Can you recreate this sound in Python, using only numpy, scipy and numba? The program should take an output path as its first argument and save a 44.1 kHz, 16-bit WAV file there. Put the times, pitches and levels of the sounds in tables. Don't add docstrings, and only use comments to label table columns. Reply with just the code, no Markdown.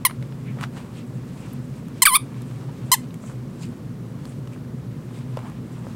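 import sys
import numpy as np
from scipy import signal
from scipy.fft import rfft, irfft, next_fast_len
from scipy.io import wavfile
from scipy.ndimage import uniform_filter1d
from numba import njit

SR = 44100
rng = np.random.default_rng(int(sys.argv[2]) if len(sys.argv) > 2 else 0)


def waveform_to_disk(signal):
    frames = np.transpose(np.atleast_2d(signal))
    scaled = np.clip(frames, -1, 1) * 32767
    samples = np.round(scaled).astype(np.int16)
    wavfile.write(sys.argv[1], SR, samples)


def gain_from_decibels(decibels):
    exponent = np.asarray(decibels, float) / 20
    return 10 ** exponent


N = 262395


def level(x, db):
    return x * gain_from_decibels(db) / np.sqrt(np.mean(x ** 2))


def ring(f, hz, width):
    return 1 / (1 + 1j * (f / hz - hz / f) * hz / width)


def filtered(x, response):
    size = next_fast_len(len(x) + 4096)
    f = np.arange(size // 2 + 1) * SR / size + 1e-3
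    return irfft(rfft(x, size) * response(f), size)[:len(x)]


def walk(rate, size):
    hold = max(int(SR / rate), 1)
    steps = np.repeat(rng.standard_normal(size // hold + 1), hold)
    return 1.3 * uniform_filter1d(uniform_filter1d(steps, hold), hold)[:size]


# frequency_hz, density_db (per Hz)
RUSH_SPECTRUM = [(12, -76.5), (20, -32), (32, -34), (60, -16.5), (81, -23), (104, -9), (123, -2), (216, -9),
                 (248, -8), (277, -14), (513, -22), (802, -35.5), (1090, -33.5), (3160, -46),
                 (16000, -55.5)]
# frequency_hz, width_hz, boost_db (over the broad rush)
DUCT_MODES = [(127, 16, 6.5), (241.4, 25, 3.5), (72.6, 14, 6.5)]
VENT_DB = -32


def vent():
    hz, db = np.transpose(RUSH_SPECTRUM)

    def duct(f):
        rush_gain = gain_from_decibels(np.interp(np.log(f), np.log(hz), db))
        return rush_gain * (1 + sum((gain_from_decibels(boost) - 1) * abs(ring(f, c, w)) ** 2 for c, w, boost in DUCT_MODES))

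    rush = filtered(rng.standard_normal(N), duct)
    return level(rush * gain_from_decibels(0.28 * walk(0.91, N)), VENT_DB)


# frequency_hz, width_hz
FIBRE_BANDS = [(900, 810), (2400, 2400), (4700, 5300), (8000, 3100)]
RESTING_DB = (-58.5, -68, -70.5, -72.5)
RUB_BAND_DB = (-0.5, -0.5, -3, -0.5)
# peak_s, time_s (to swell or fade 10 dB), level_db, tilt_db_per_octave
RUB_STROKES = [(0.229, -0.1, -65, -7), (0.334, 0.5, -60, -3), (0.601, .04, -44, -10),
               (0.634, .022, -38, -4.5), (0.778, 0.03, -41.5, -4), (0.858, 0.1, -55.5, -4),
               (0.978, .05, -51.5, -1), (1.372, 0.3, -59.5, -1.5), (1.46, 0.12, -50, -3),
               (1.766, 0.06, -58, -0.5), (1.988, .08, -53, -3), (2.382, -0.33, -54.5, -4.5),
               (2.547, -0.2, -56, -2.5), (2.699, -0.54, -61.5, -3.5), (2.87, -0.33, -58, -2),
               (3.108, 0, -63, -4.5), (3.3, 0.06, -52, -2.5), (3.631, -0.1, -54.5, -1),
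               (4.148, 0, -59.5, -1.5), (4.198, 0.13, -64, -2), (4.255, 0.1, -56, -2.5),
               (4.575, 0, -59, -7), (5.114, 0.35, -63, -11), (5.172, 0.11, -53, -3),
               (5.383, 0.07, -47.5, -5), (5.493, 0.1, -51, -5.5), (5.754, 0.23, -57, -3.5),
               (5.824, 0.02, -48.5, -14), (5.859, 0.12, -55.5, -1), (5.939, .05, -54, -4.5)]
# centre_s, half_length_s, level_db, ring_hz
BULB_SCRAPES = [(0.497, .05, -53, 2200), (0.786, .02, -53, 2700), (0.981, .04, -54, 2900),
                (1.431, .045, -57, 2500), (1.534, .0051, -48, 11200), (3.261, .04, -51, 7300),
                (3.643, .018, -48, 2600), (3.636, .02, -47, 4700), (3.631, .025, -50, 6500),
                (4.291, .05, -60, 8200), (4.533, .025, -56, 2500), (4.531, .025, -61, 8000),
                (5.171, .03, -58, 8000), (5.161, .025, -59, 3800)]
SCRAPE_WIDTH = 0.37


def cloth():
    t, out = np.arange(N) / SR, 0
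    stroke_powers = [gain_from_decibels(-20 * abs(t - s) / abs(length)) for s, length, *_ in RUB_STROKES]
    for (hz, width), rest_db, band_db in zip(FIBRE_BANDS, RESTING_DB, RUB_BAND_DB):
        grains = rng.standard_normal(N) * gain_from_decibels(2.6 * rng.exponential(size=N))
        grains = grains * gain_from_decibels(2.5 * walk(60, N))
        octave = np.log2(hz / 1000)
        power = gain_from_decibels(2 * rest_db)
        for stroke, (*_, db, tilt) in zip(stroke_powers, RUB_STROKES):
            power = power + stroke * gain_from_decibels(2 * (db + tilt * octave + band_db))
        out = out + np.sqrt(power) * level(filtered(grains, lambda f: ring(f, hz, width) ** 2), 0)
    scrape_grains = grains[::-1]
    for s, length, db, hz in BULB_SCRAPES:
        near = abs(t - s) < .15
        rung = filtered(scrape_grains[near], lambda f: ring(f, hz, SCRAPE_WIDTH * hz) ** 2)
        out[near] += level(rung, db) * np.exp(-((t[near] - s) / length) ** 2)
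    return out


# time_s (re slap), level_db
WIND_UP_SWING = [(-.003, -23), (-.0006, -9), (0, 0)]
# centre_s, length_s, low_db, tube_db
ALTERNATE_FLAPS = (2.058, .005, -14, 3)
# frequency_hz, width_hz
SIDE_BRANCH = (11100, 900)
SHUT_TUBE_DB = -25
TUBE_HZ_PER_OCTAVE = -1100
UPPER_PER_EFFORT = 0.4
JITTER, SHIMMER_DB = .002, 2.5
GLIDE_HISS_DB = 6
PUFF = .045


def squeak(rows, slope_db, purity, bulb_hz, hiss_db, rest_hz, width, upper_hz, upper_rel_db, polarity):
    s, *columns = np.transpose(rows)
    before, wind_db = np.transpose(WIND_UP_SWING)
    t = np.arange(N) / SR
    live = (t > s[0] + before[0]) & (t < s[-1] + .006)
    t = t[live]
    since_slap = t - s[0]
    hz, effort_db, mouth_db = (np.interp(t, s, c) for c in columns)
    low_db = effort_db + np.interp(since_slap, before, wind_db)
    tube_db = mouth_db + np.interp(since_slap, before[1:], (SHUT_TUBE_DB, 0))
    upper_db = tube_db + upper_rel_db + UPPER_PER_EFFORT * (effort_db + 16)
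    tube_hz = rest_hz + TUBE_HZ_PER_OCTAVE * np.log2(hz / 1050)
    phase = 2 * np.pi * np.cumsum(hz * (1 + JITTER * walk(600, len(t)))) / SR

    k = np.arange(1, 37)[:, None] / 2
    f = k * hz
    whole = k % 1 == 0
    at, length, half_low_db, half_tube_db = ALTERNATE_FLAPS
    half = (k % 1 > 0) * np.exp(-((t - at) / length) ** 4)

    opening_db = np.interp(since_slap, before[1:], (20, 0))
    soft = gain_from_decibels((k == 1) * (purity * np.maximum(-9.5 - low_db, 0) + opening_db))
    bulb = 1 / (1 + 1j * f / bulb_hz) ** 2 / (1 + (f / bulb_hz) ** 8)
    low = soft * gain_from_decibels(slope_db * np.log2(k)) * bulb
    shapes = (low * (whole + gain_from_decibels(half_low_db) * half),
              ring(f, tube_hz, width) ** 3 * (whole + gain_from_decibels(half_tube_db) * half),
              -ring(f, upper_hz, 2400) ** 2 * (whole + half))
    gains = (1, polarity * gain_from_decibels(tube_db), polarity * gain_from_decibels(upper_db))
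    partials = sum(g * a / np.sqrt(np.sum(abs(a) ** 2, axis=0) / 2) for g, a in zip(gains, shapes))
    partials *= 1 - .9 * ring(f, *SIDE_BRANCH)
    partials *= gain_from_decibels(SHIMMER_DB * np.array([walk(170, len(t)) for _ in k]))
    audible = f < .45 * SR
    tone = np.real(np.sum(partials * audible * np.exp(1j * k * phase), axis=0))

    def tube_colour(g):
        return (.3 * ring(g, 2500, 3500) + ring(g, np.mean(tube_hz), 1.4 * width) ** 2
                + .7 * ring(g, upper_hz, 3000) ** 2)

    air = filtered(rng.standard_normal(len(t)) * (1 + np.cos(phase)), tube_colour)
    slide = uniform_filter1d(abs(np.gradient(np.log(hz))) * SR, 130)
    air = level(air, hiss_db) * gain_from_decibels(GLIDE_HISS_DB * np.tanh(slide / 20))
    air = air * gain_from_decibels(tube_db - mouth_db / 2 + 0.57 * (low_db + 14.5))
    gate = np.clip((t - t[0]) / .002, 0, 1) * np.exp(-np.maximum(t - s[-1], 0) / .0015)
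    out = np.zeros(N)
    out[live] = gain_from_decibels(low_db) * gate * (PUFF + tone + air)
    return out


# time_s, pitch_hz, effort_db, mouth_db
THUMB_SQUEEZES = [
    [(0.0512, 1096, -11, 0.5), (0.055, 1063, -12.5, 1), (0.059, 1022, -18.5, 4), (0.064, 985, -20, 1),
     (0.0685, 969, -23, 4), (0.075, 862, -42, -6)],
    [(2.0209, 1035, -11, -4), (2.025, 1048, -10, -2), (2.029, 1050, -14, -1), (2.033, 996, -18, 3),
     (2.037, 915, -23, 2), (2.045, 801, -40, -2)],
    [(2.9174, 980, -11, -3), (2.923, 996, -13, 0), (2.928, 1042, -14, -2), (2.933, 1059, -14.5, -2),
     (2.939, 1021, -15, -1), (2.943, 911.5, -18.5, -3), (2.948, 868, -25.5, -1), (2.959, 800, -43, -1)],
]
# time_s, pitch_hz, effort_db, mouth_db
BULB_GASP = [(2.054, 2354, -9, -6), (2.06, 2250, -10.5, -1.5), (2.063, 1827, -16, 1),
             (2.066, 1613, -13.5, -4), (2.07, 1544, -10.5, -8), (2.074, 1271, -17.5, -1)]
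# time_s, pitch_hz, effort_db, mouth_db
BULB_REFILL = [(2.085, 1147, -17, -4.5), (2.101, 1079, -23, 2.5), (2.111, 1018, -25.5, -2.5),
               (2.123, 1003, -21.5, -2.5), (2.145, 1055, -17, -1), (2.152, 1125, -13.5, -4),
               (2.159, 1255, -12.5, -2), (2.1684, 1117, -17.5, -2), (2.172, 1020, -25.5, -3)]
# slope_db_per_octave, purity_db_per_db (when soft), bulb_cutoff_hz, hiss_db
REED_SETTINGS = [
    (-4, -0.1, 7200, -8),
    (0, 0.2, 6500, -11.5),
    (-1, 0.65, 5100, -10),
    (-1.5, 0.2, 9300, -11.5),
]
# tube_hz, width_hz, upper_hz, upper_db (re tube), polarity
TUBE_MODES = [
    (9280, 1800, 12500, -1.5, 0.79),
    (8300, 3600, 12600, -7, -1.3),
    (9620, 2140, 12700, -8.5, 0.99),
    (8700, 4700, 12100, -5, -0.8),
]


def squeaks():
    first, second, last = THUMB_SQUEEZES
    breaths = (first, second, BULB_GASP + BULB_REFILL, last)
    reed = sum(squeak(rows, *make, *tube) for rows, make, tube in zip(breaths, REED_SETTINGS, TUBE_MODES))
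    return reed / phone_gain(reed, 0.)


# start_s, peak_db, ring_hz, crack_db
NAIL_TICKS = [(0.2259, -30.5, 2100, -22), (0.3232, -38.5, 1590, -20), (0.5875, -33, 1150, -28),
              (0.611, -24.5, 1430, -9), (0.6272, -24.5, 1050, -29), (0.6334, -32, 2330, -10.5),
              (0.6381, -18, 1390, -29), (0.6431, -33, 1750, -26), (0.769, -34.5, 958, -19),
              (0.7944, -43, 1160, -21), (0.847, -38, 1010, -25), (1.5324, -44, 902, -20),
              (1.8841, -38.5, 969, -5), (2.5121, -38, 1140, -21), (2.6946, -37.5, 950, -20),
              (3.1422, -36, 2170, -3), (3.298, -35, 1060, -23), (3.3158, -37.5, 1076, -25),
              (4.2537, -37.5, 1110, -17), (4.4737, -35.5, 1050, -21.5), (4.6474, -44, 1530, -20.5),
              (5.3903, -30.5, 918, -13), (5.499, -37, 1114, -8), (5.5192, -41, 1080, -23)]
# start_s, peak_db, ring_hz, crack_db
DULL_THUDS = [(0.097, -29, 1110, -30), (0.11, -30, 1040, -30), (0.225, -35.5, 520, -30),
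              (0.572, -33.5, 507, -30), (3.239, -36, 630, -30.5), (4.561, -35, 622, -32),
              (5.372, -20.5, 518, -30), (5.868, -29.5, 533, -30.5)]
# start_s, peak_db, ring_hz, crack_db
BRIGHT_SNAPS = [(2.3433, -43, 2240, -21), (2.4195, -42.5, 3800, 1), (3.1072, -42, 2580, -19),
                (4.2541, -39.5, 4400, -8), (4.4742, -43, 2900, -18), (4.5344, -46, 2300, -15),
                (5.189, -42.5, 2330, -16), (5.3716, -33.5, 2810, -19)]
TICK_T60_S, THUD_T60_S, SNAP_T60_S = 0.009, 0.02, 0.011


def ticks():
    out, t = np.zeros(N + 2000), np.arange(2000) / SR
    kinds = ((NAIL_TICKS, TICK_T60_S), (DULL_THUDS, THUD_T60_S), (BRIGHT_SNAPS, SNAP_T60_S))
    hits = [(*row, t60) for table, t60 in kinds for row in table]
    for s, db, hz, crack_db, t60 in hits:
        noise = rng.standard_normal(2000)
        decay = np.exp(-np.log(1000) * t / t60)
        crack = level(filtered(noise, lambda f: ring(f, 7500, 5000) ** 2), crack_db)
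        rough = level(filtered(noise, lambda f: ring(f, 1.2 * hz, 1.2 * hz) ** 2), 0)
        body = np.sin(2 * np.pi * hz * t) + .8 * rough
        start = int(s * SR)
        out[start:start + 2000] += gain_from_decibels(db) * decay * (body + crack)
    return out[:N]


# delay_s, level_db
TABLE_REFLECTIONS = [(.0006, -27.5), (.0017, -21), (.0031, -17.5)]
NEAR_T60_S, NEAR_DB = .05, -10
ROOM_T60_S, ROOM_DB, ROOM_LOW_HZ, ROOM_HIGH_HZ = 0.15, -20.5, 1200, 7000
ROOM_TOP_HZ = 13200


def room(x):
    t = np.arange(int(.5 * SR)) / SR
    decays = ((NEAR_DB, NEAR_T60_S), (ROOM_DB, ROOM_T60_S))
    tail = sum(gain_from_decibels(db) * np.exp(-np.log(1000) * t / t60) for db, t60 in decays)

    def absorption(f):
        treble_loss = 1 / (1 + 1j * f / ROOM_HIGH_HZ) / (1 + (f / ROOM_TOP_HZ) ** 8)
        return treble_loss / (1 - 1j * ROOM_LOW_HZ / f)

    response = 0.041 * filtered(rng.standard_normal(len(t)) * tail, absorption)
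    response[0] += 1
    for lag, db in TABLE_REFLECTIONS:
        response[int(lag * SR)] += gain_from_decibels(db)
    return signal.fftconvolve(x, response)[:N]


@njit
def gain_control(x, top, power, attack, release, feedback):
    e, g, gain = 0., 1., np.empty(len(x))
    for i in range(len(x)):
        y = abs(x[i]) * g ** feedback
        e += (y - e) * (attack if y > e else release)
        g = min(top / (e + 1e-9), 1.) ** power
        gain[i] = g
    return gain


GAIN_TOP_DB, GAIN_POWER, GAIN_ATTACK_S, GAIN_RELEASE_S = -22.5, 0.66, 0.0012, 0.023


def phone_gain(x, feedback):
    attack, release = 1 / (GAIN_ATTACK_S * SR), 1 / (GAIN_RELEASE_S * SR)
    return gain_control(x, gain_from_decibels(GAIN_TOP_DB), GAIN_POWER, attack, release, feedback)


def scene():
    struck_and_blown = room(squeaks() + ticks())
    return (struck_and_blown + cloth() + vent())[None]


def roll_off(x):
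    return signal.sosfilt(signal.butter(12, 16470, fs=SR, output="sos"), x)


CLIP = .8
TOP_HZ = 15800


def record(dry):
    x = np.clip(dry * phone_gain(dry[0], 0.95), -CLIP, CLIP)
    x = signal.sosfilt(signal.ellip(8, .2, 70, TOP_HZ, fs=SR, output="sos"), x)
    return roll_off(x)


dry = scene()
out = record(dry)
waveform_to_disk(out)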